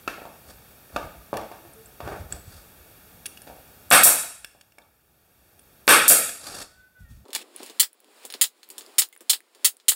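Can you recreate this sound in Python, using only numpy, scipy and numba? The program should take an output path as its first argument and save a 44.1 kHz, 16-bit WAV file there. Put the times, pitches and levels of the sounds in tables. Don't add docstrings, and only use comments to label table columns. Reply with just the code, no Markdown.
import sys
import numpy as np
from scipy import signal
from scipy.fft import rfft, irfft, next_fast_len
from scipy.io import wavfile
from scipy.ndimage import uniform_filter1d, minimum_filter1d
from numba import njit

SR = 44100
rng = np.random.default_rng(int(sys.argv[2]) if len(sys.argv) > 2 else 0)


def wav_out(sig):
    wavfile.write(sys.argv[1], SR, np.round(np.clip(np.atleast_2d(sig).T, -1, 1) * 32767).astype(np.int16))


N = 438794

FAST_FROM_S, SPEED = 7.245, 5.95
REAL_N = next_fast_len(int((FAST_FROM_S + (N / SR - FAST_FROM_S) * SPEED) * SR) + 1, True)
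VENT_S = .022

# (time [s], blow [dB], rebound re blow [dB], valve puff [dB])
SHOTS = [(3.9124, 13, -15, -8), (5.8780, 14.5, -19, -25), (7.7971, 8, 6, -21), (8.4126, 4.5, 6.5, -29),
         (8.9830, 10.5, 1, -24), (9.2964, 13.5, -5.5, -25.5), (9.646, 10.5, 3, -36), (9.8825, 7, 10.5, -35)]
# (time [s], vent [dB], piston thud [dB])
RELEASES = [(4.0337, 9, 2), (6.08, 10.5, 5.5), (7.8254, 5.5, 1.5), (8.437, -0.5, -1), (9.016, 2.5, 1.5),
            (9.329, 1, 2.5), (9.67, 2, -3), (9.9153, 4, 3.5)]
# (frequency [Hz], level [dB])
STEEL_SPECTRUM = [(40, -64), (150, -21), (500, -4), (1400, 3), (2700, -2), (5000, -10), (8500, -16.5),
                  (12500, -12), (16000, -20.5)]


def undb(db):
    return np.exp(np.asarray(db, float) * (np.log(10) / 20))


def real(s):
    s = np.asarray(s)
    return (s + (SPEED - 1) * np.maximum(s - FAST_FROM_S, 0)) * SR


def read(points, n):
    hz, value = np.transpose(points)
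    return np.interp(np.log(np.arange(n // 2 + 1) * SR / n + 1), np.log(hz), value)


def noise(points, n):
    size = next_fast_len(n, True)
    spectrum = rfft(rng.standard_normal(size)) * undb(read(points, size))
    x = irfft(spectrum, size)[:n]
    return x / np.std(x)


def wobble(n, hold, spread):
    levels = spread * rng.standard_normal(n // hold + 1)
    return uniform_filter1d(np.repeat(levels, hold), hold)[:n]


def add(out, at, sound):
    part = out[int(at):int(at) + len(sound)]
    part += sound[:len(part)]


def burst(points, rise_s, hold_s, fall_s):
    t = np.arange(6000) / SR
    rise = np.minimum(t / rise_s, 1)
    fall = np.exp(-np.maximum(t - hold_s, 0) / fall_s)
    return noise(points, len(t)) * rise * fall


def wood(contact_ms):
    # (frequency [Hz], level [dB], t60 before limiting [s])
    wood_modes = [(205, -59, 0.013), (312, -20.5, 0.12), (443, -15, 0.024), (480, -5.5, 0.012),
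                  (615, 13, 0.013), (728, 10, 0.071), (843, 13, 0.06), (950, 11.5, 0.057),
                  (1080, 10, 0.054), (1370, -4.5, 0.017), (1580, -9.5, 0.011), (1940, -13.5, .012),
                  (2400, -18, .01), (2780, -10.5, 0.009), (3500, -1, 0.0076), (4420, -20, .008)]
    t = np.arange(6000) / SR
    hz, db, t60 = np.transpose(wood_modes)[:, :, None]
    chance = rng.standard_normal((2, len(wood_modes), 1))
    db = db + 1.5 * chance[0]
    hz = hz * (1 + .03 * chance[1])
    t60 = np.clip(t60, .004, .03)
    ring = undb(db) * np.exp(t[:2500] * (2j * np.pi * hz - np.log(1000) / t60)).imag
    push = np.sin(np.pi * np.clip(t[:200] * 1000 / max(contact_ms, .05), 0, 1))
    y = np.convolve(np.pad(ring.sum(0), (0, len(t))), push)[:len(t)]
    return y / np.max(abs(y))


def crack(points, spread_s):
    n = 6000
    cepstrum = irfft(np.log(undb(read(points, n))), n)
    cepstrum[1:n // 2] *= 2
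    cepstrum[n // 2 + 1:] = 0
    band_late_s = spread_s * rng.exponential(size=n // 100 + 1)
    late_s = uniform_filter1d(np.repeat(band_late_s, 50), 50)[:n // 2 + 1]
    phase = 2 * np.pi * np.cumsum(late_s) * SR / n
    y = irfft(np.exp(rfft(cepstrum) - 1j * phase), n)
    y[n // 2:] = 0
    return y / np.max(abs(y))


def strike(modes):
    t = np.arange(3000) / SR
    hz, db, t60 = np.transpose(modes)[:, :, None]
    share_db = 3.0 * rng.standard_normal(db.shape)
    decay = 1000. ** (-t / np.clip(t60, .005, .024))
    ring = np.sum(undb(db + share_db) * np.sin(2 * np.pi * hz * t) * decay, axis=0)
    return ring / np.max(abs(ring))


def bench():
    # (time [s], level [dB], decay constant in real time [s])
    thumps = [(0.09, -64, 0.046), (0.925, -37, .03), (1.02, -40, 0.029), (1.15, -48.5, 0.025),
              (1.33, -48, .06), (1.64, -58, 0.039), (2.02, -35.5, 0.07), (2.169, -37, 0.033),
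              (2.29, -40, 0.054), (2.45, -45, 0.028), (2.51, -49, 0.037), (2.75, -57, 0.059),
              (3.13, -62, 0.025), (3.47, -49.5, 0.031), (6.47, -44, .03), (6.57, -42, 0.028),
              (6.759, -47.5, 0.037), (6.98, -32.5, 0.045), (7.08, -28, 0.046), (7.14, -39.5, .05),
              (7.252, -33.5, 0.054), (7.285, -38, 0.15), (7.34, -40, .06), (7.4, -51, 0.68),
              (7.598, -38, 0.042), (7.62, -43, .1), (7.695, -47, 0.071), (8.03, -52.5, .3),
              (8.245, -42, .06), (8.342, -42, 0.048), (8.7, -56, 0.16), (8.78, -54, 0.16),
              (8.87, -59, 0.15), (9.205, -43, 0.083), (9.55, -58, .3)]
    # (frequency [Hz], level [dB])
    bench_spectrum = [(15, -21.5), (35, -11.5), (65, 1.5), (120, -8.5), (200, -13), (400, -44)]
    rise_s, shot_db, shot_fall_s = 0.031, -43.5, .05
    size = undb(-65.5 + wobble(REAL_N, hold=4096, spread=6.5))
    shots = [(row[0], shot_db, shot_fall_s) for row in SHOTS + RELEASES]
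    t = np.arange(SR) / SR
    rise = np.minimum(t / rise_s, 1)
    for s, db, fall_s in thumps + shots:
        fall = np.exp(-np.maximum(t - rise_s, 0) / fall_s)
        add(size, real(s), undb(db) * rise * fall)
    return size * noise(bench_spectrum, REAL_N)


def background():
    # (frequency [Hz], relative level per Hz [dB])
    shop_spectrum = [(18, -29.5), (35, -7.5), (80, -2), (300, -8), (900, -11.5), (2500, -18.5),
                     (7000, -23.5), (10000, -19), (13000, -14.5), (16500, -19)]
    shop_db, whine_hz, whine_db = -51.5, 12010, -68
    wander_rad = wobble(REAL_N, hold=512, spread=1.2)
    whine = np.sin(2 * np.pi * whine_hz * np.arange(REAL_N) / SR + wander_rad)
    shop = undb(shop_db) * noise(shop_spectrum, REAL_N)
    return shop + np.sqrt(2) * undb(whine_db) * whine + bench()


def taps():
    # (time [s], peak [dB])
    square_taps = [(0.077, -14.5), (0.08, -18), (0.962, -16), (0.9656, -15)]
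    # (frequency [Hz], level [dB], t60 before limiting [s])
    square_modes = [(422, -15, 0.033), (1285, 9, 0.012), (2600, 0.5, 0.015), (3500, -8, 0.01),
                    (4260, -12, .01), (6230, -19, .008)]
    out = np.zeros(REAL_N)
    for s, db in square_taps:
        add(out, real(s), undb(db) * strike(square_modes))
    return out


def knocks():
    # (time [s], wood level [dB], contact [ms], tick re wood [dB])
    board_knocks = [(0.077, -19, 0.34, -0.5), (0.182, -29.5, 0.96, -13), (0.218, -31, 1, -20),
                    (0.253, -26, 0.55, -15), (0.962, -13.5, 0.19, -11.5), (1.33, -10.5, 0.61, -24),
                    (1.339, -16.5, 1, -11.5), (1.368, -23, 0.6, -6), (1.413, -40, 0.36, 3),
                    (1.515, -26.5, 0.3, -9.5), (1.651, -37, 0.37, -12), (2.004, -21.5, 0.098, -11.5),
                    (2.049, -39, 0.33, -6), (2.076, -20, 0.33, -11.5), (2.12, -23.5, 0.25, -13),
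                    (2.18, -40, 0.18, -5), (3.474, -31.5, 1, -7), (3.499, -29, 0.79, -22.5),
                    (4.549, -32, 0.72, -15), (4.68, -47.5, 0.78, -14.5), (4.783, -26, 0.3, -11),
                    (7.254, -33, 0.2, -7), (7.283, -31, 0.6, -0.5), (7.305, -26, 0.45, -7.5),
                    (7.331, -16.5, 0.92, 4.5), (7.35, -7.5, 0.51, 5), (7.596, -33, 0.64, -16),
                    (7.631, -30, 1, 5), (7.662, -31, 0.29, 1), (7.698, -28.5, 0.34, -3.5),
                    (8.251, -40, 0.22, 16), (8.302, -22, 0.26, -6), (8.339, -17.5, 0.64, -4.5),
                    (8.631, -22.5, 0.7, -3), (8.702, -28.5, 0.39, 8), (8.781, -27.5, 0.43, 8),
                    (8.809, -27.5, 0.4, -6), (8.819, -48, 0.5, 13), (9.127, -27, 0.82, 2.5),
                    (9.207, -24.5, 0.95, 4), (9.549, -29.5, 0.46, -2.5), (9.8, -25, 0.42, -8)]
    out = np.zeros(REAL_N)
    for s, db, contact_ms, tick_db in board_knocks:
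        tick = undb(tick_db) * crack(STEEL_SPECTRUM, .003)
        add(out, real(s), undb(db) * (wood(contact_ms) + tick))
    return out


def drags():
    wood_drags = [(0.447, 0.502, 0.5, 0.57, -51.5, 3.5), (0.856, 0.953, 1.44, 0.965, -48, -8),
                  (1.999, 2.07, 2.144, 2.3, -38, -20), (2.28, 2.308, 2.36, 2.45, -48.5, -3),
                  (2.42, 2.5, 2.586, 2.72, -63.5, 9), (3.464, 3.472, 3.43, 3.54, -43, -5),
                  (6.34, 6.466, 6.625, 6.69, -39.5, 13.5), (7.331, 7.366, 7.09, 7.43, -21, 4.5),
                  (7.45, 7.576, 7.7, 7.78, -53.5, 1.5), (8.166, 8.24, 9.4, 8.255, -55.5, 1),
                  (8.538, 8.569, 11.4, 8.62, -67.5, 10.5), (8.803, 8.85, 7.1, 8.97, -64, 3)]
    # (frequency [Hz], level [dB])
    rasp_spectrum = [(120, -21), (400, -3), (900, -6), (2000, -15), (4000, -37.5)]
    # (frequency [Hz], level [dB])
    swish_spectrum = [(1200, 1), (2500, -8), (3700, -4.5), (4700, 2), (6000, -6), (8500, -2.5),
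                      (11000, -5.5), (16000, -22.5)]
    edge_db = -26
    out = np.zeros(REAL_N)
    for start, loud, still, end, db, treble_db in wood_drags:
        at = np.arange(int(real(start)), int(real(end)))
        corners = real([start, loud, still, end])
        swell_db = db + np.interp(at, corners, [edge_db, 0, 0, edge_db])
        grain_db = wobble(len(at), hold=256, spread=2.5)
        rasp = noise(rasp_spectrum, len(at))
        hiss = undb(treble_db) * noise(swish_spectrum, len(at))
        add(out, at[0], undb(swell_db + grain_db) * (rasp + hiss))
    return out


def clicks():
    # (time [s], level [dB], ring as heard [Hz], snap re ring [dB], hold in real time [ms])
    tool_clicks = [(1.3702, -23.5, 1820, -1.5, 2.1), (1.734, -42, 8900, -24, 1.8),
                   (1.858, -38, 8100, -55, 2.1), (2.3238, -19, 7850, -10, 1), (3.2571, -28, 9900, 3, 9.5),
                   (3.3732, -42, 2900, 4.5, 2.1), (3.4183, -36.5, 9330, -3.5, 1.9),
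                   (4.446, -26, 1670, 14.5, 0.98), (4.6108, -37, 2850, 8, 4.2), (4.721, -44, 2717, 5, 2),
                   (4.784, -33, 2250, 4, 1.9), (4.818, -45, 3580, -4, 6.6), (5.593, -35.5, 9470, -5, 1.26),
                   (6.2923, -16, 8000, 5, 4.4), (7.5622, -17, 10500, -8, 4.1),
                   (7.9304, -26.5, 10100, 2.5, 7.5), (7.9444, -33.5, 14300, -13, 2.5),
                   (7.994, -35, 3500, -21, 2.3), (8.0032, -30, 9900, 11, 1.6), (8.045, -34, 3050, 2, 2.3),
                   (8.3247, -24.5, 3300, 7, 2.5), (8.689, -25, 13350, -7, 3.5),
                   (8.8635, -38.5, 4900, 9, 2.1), (9.088, -27, 14300, 3, 3.3), (9.152, -27, 2060, 1, 2.5),
                   (9.1635, -20, 1950, -0.5, 1.4), (9.176, -25, 9800, -15, 2.5),
                   (9.3903, -40.5, 3790, 4, 2.6), (9.405, -24, 1870, 0.5, 3.2),
                   (9.747, -35.5, 10400, -4, 3.2), (9.7685, -29, 9200, 10, 3.2)]
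    # (frequency [Hz], level [dB])
    snap_spectrum = [(800, -29.5), (2000, -3), (5000, -2.5), (10000, -2), (16000, -10.5)]
    # (frequency [Hz], level [dB], t60 before limiting [s])
    housing_modes = [(1700, -1, 0.024), (2250, -9.5, 0.018), (2760, -2, .03), (3350, -3.5, .02),
                     (4440, -6, .018), (5360, -6, 0.023), (8600, -7.5, 0.014)]
    out = np.zeros(REAL_N)
    for s, db, ring_hz, snap_db, ms in tool_clicks:
        hz = ring_hz / (SPEED if s > FAST_FROM_S else 1)
        band = [(hz / 1.25, -30), (hz, 0), (hz * 1.25, -30)]
        ring = burst(band, .0004, ms / 1000, .003)
        snap = undb(snap_db - 3) * burst(snap_spectrum, 0.00013, ms / 1000, 0.0017)
        add(out, real(s), undb(db) * (ring + snap) / 2)
        add(out, real(s), undb(db + snap_db + 0.5) * strike(housing_modes))
    return out


def squeal():
    # (time [s], slips per second [Hz], level [dB])
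    slips = [(6.64, 475, -69.5), (6.68, 487, -53), (6.75, 500, -55.5), (6.88, 504, -47), (6.925, 503, -68),
             (6.96, 502, -47.5), (7.03, 490, -49.5), (7.06, 462, -49.5), (7.141, 462, -55.5),
             (7.19, 440, -76.5)]
    # (frequency [Hz], level [dB])
    board_body = [(450, -30), (1000, -20), (1380, -10), (1500, 6), (1850, 0), (2500, -22), (3500, -18),
                  (4500, -30)]
    out = np.zeros(REAL_N)
    s, rate_hz, db = np.transpose(slips)
    at = np.arange(int(real(s[0])), int(real(s[-1])))
    waver = 1 + 0.002 * noise([(20, -24), (80, -6.5), (300, -72.5)], len(at))
    overtone = np.arange(1, 10)[:, None]
    hz = overtone * np.interp(at, real(s), rate_hz) * waver
    flutter_db = wobble(len(at), hold=400, spread=3)
    body_hz, body_level_db = np.transpose(board_body)
    body_db = np.interp(np.log(hz), np.log(body_hz), body_level_db)
    gain = undb(np.interp(at, real(s), db) + body_db + flutter_db)
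    tones = gain * np.sin(2 * np.pi * np.cumsum(hz, axis=1) / SR)
    add(out, at[0], np.sum(tones, axis=0))
    return out


def hoots():
    # (time [s], length [s], frequency [Hz], level [dB])
    soft_hoots = [(1.621, 0.087, 343, -49), (1.73, 0.12, 444, -48.5), (9.125, .014, 2100, -35),
                  (9.16, .012, 2150, -46)]
    out = np.zeros(REAL_N)
    for s, length_s, hz, db in soft_hoots:
        n = int(real(s + length_s) - real(s))
        tone = np.sin(2 * np.pi * hz * length_s * np.arange(n) / n)
        add(out, real(s), undb(db) * np.hanning(n) * tone)
    return out


def nailer():
    # (frequency [Hz], level [dB])
    air_spectrum = [(300, -36.5), (3000, -22.5), (6000, -20.5), (8000, 4), (10000, 2.5), (12300, 0.5),
                    (14000, -7.5), (16000, -19)]
    valve_lead_s, rebound_s, blowby_s, latch_lead_s = .009, .0057, .0093, .003
    out = np.zeros(REAL_N)
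    for s, blow_db, rebound_db, valve_db in SHOTS:
        at, gain = real(s), undb(blow_db)
        puff = burst(air_spectrum, 0.0057, 0.0021, .0015)
        blow = undb(-2.5) * wood(0.36) + undb(6) * crack(STEEL_SPECTRUM, .0016)
        rebound = undb(-12.0) * wood(0.056) + undb(6.5) * crack(STEEL_SPECTRUM, .0012)
        blowby = burst(air_spectrum, 0.00039, 0.005, 0.0091)
        add(out, at - valve_lead_s * SR, undb(valve_db) * puff)
        add(out, at, gain * blow)
        add(out, at + rebound_s * SR, gain * undb(rebound_db) * rebound)
        add(out, at + blowby_s * SR, gain * undb(-13.0) * blowby)
    for s, _, thud_db in RELEASES:
        at = real(s)
        thud = wood(0.52) + undb(0.5) * crack(STEEL_SPECTRUM, .002)
        add(out, at - latch_lead_s * SR, undb(-3) * crack(STEEL_SPECTRUM, .0015))
        add(out, at + VENT_S * SR, undb(thud_db) * thud)
    return out


def vent():
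    # (frequency [Hz], level [dB])
    vent_spectrum = [(300, -36), (3000, -18), (6500, -8), (7600, -1.5), (9500, 1), (12000, 1), (14500, -4),
                     (16500, -12)]
    out = np.zeros(REAL_N)
    for s, vent_db, _ in RELEASES:
        add(out, real(s), undb(vent_db) * burst(vent_spectrum, 0.00067, VENT_S, 0.00095))
    return out


def room():
    # (frequency [Hz], t60 [s])
    room_t60 = [(60, .8), (150, .52), (400, .51), (1000, .54), (2500, .6), (5000, .56), (8500, .52),
                (12000, .43), (15500, .3)]
    room_db, rise_s = 2, 0.004
    t = np.arange(SR) / SR
    tail = 0
    for k, (_, t60) in enumerate(room_t60):
        share = read([(hz, float(j == k)) for j, (hz, _) in enumerate(room_t60)], SR)
        band = irfft(rfft(rng.standard_normal(SR)) * np.sqrt(share), SR)
        tail = tail + band * 1000. ** (-t / t60)
    tail = tail * (1 - np.exp(-(t / rise_s) ** 2))
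    return undb(room_db) * tail / np.sqrt(np.sum(tail ** 2))


@njit
def duck(want_db, fall, hold, rise_db):
    out, g, wait = np.empty(len(want_db)), 0., 0.
    for i in range(len(want_db)):
        if want_db[i] < g:
            g += fall * (want_db[i] - g)
            wait = hold
        elif wait > 0:
            wait -= 1
        else:
            g = min(g + rise_db, want_db[i])
        out[i] = g
    return out


def ports(air):
    # (frequency [Hz], share [0-1])
    port_share = [(300, 0), (1000, .75), (2000, .85), (7000, .9), (10000, .7), (11500, 0)]
    lag_ms, echo = .986, 0.52
    hz = np.arange(REAL_N // 2 + 1) * SR / REAL_N
    late = read(port_share, REAL_N) * np.exp(-2j * np.pi * hz * lag_ms / 1000)
    return irfft(rfft(air) * (1 - late) / (1 - echo * late), REAL_N)


def camera(air, knee_db=-24, slope=0.47, fall_s=0.036, hold_s=1.0, rise_db_s=11,
           top_db=-1.0, limit_db_s=900, low_hz=34):
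    x = ports(air)
    level_db = 10 * np.log10(uniform_filter1d(x ** 2, 256) + 1e-12)
    want_db = np.minimum(slope * (knee_db - level_db), 0)
    x = x * undb(duck(want_db, 1 / (fall_s * SR), hold_s * SR, rise_db_s / SR))
    spare_db = np.minimum(top_db - 20 * np.log10(abs(x) + 1e-9), 0)
    limit_db = duck(minimum_filter1d(spare_db, 64), 0.95, 0., limit_db_s / SR)
    x = x * undb(uniform_filter1d(limit_db, 32))
    return signal.sosfilt(signal.butter(8, low_hz, "high", fs=SR, output="sos"), x)


def scene():
    thin = signal.butter(2, 140, "high", fs=SR, output="sos")
    shots, boards = signal.sosfilt(thin, [nailer(), knocks()])
    small = clicks() + taps() + drags() + squeal() + hoots()
    jet = vent()
    sent = shots + undb(-2.5) * boards + undb(-15) * small + undb(-5.5) * jet
    reverb = signal.oaconvolve(sent, room())[:REAL_N]
    taken = camera(shots + boards + small + jet + reverb + background())
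    cut = int(FAST_FROM_S * SR)
    smooth = signal.sosfilt(signal.butter(8, SR / SPEED / 2, fs=SR, output="sos"), taken)
    fast = np.interp(real(np.arange(cut, N) / SR), np.arange(REAL_N), smooth)
    return np.r_[taken[:cut], fast][None]


def record(dry):
    return signal.sosfilt(signal.ellip(10, .2, 70, 15750, fs=SR, output="sos"), dry)


dry = scene()
out = record(dry)
wav_out(out)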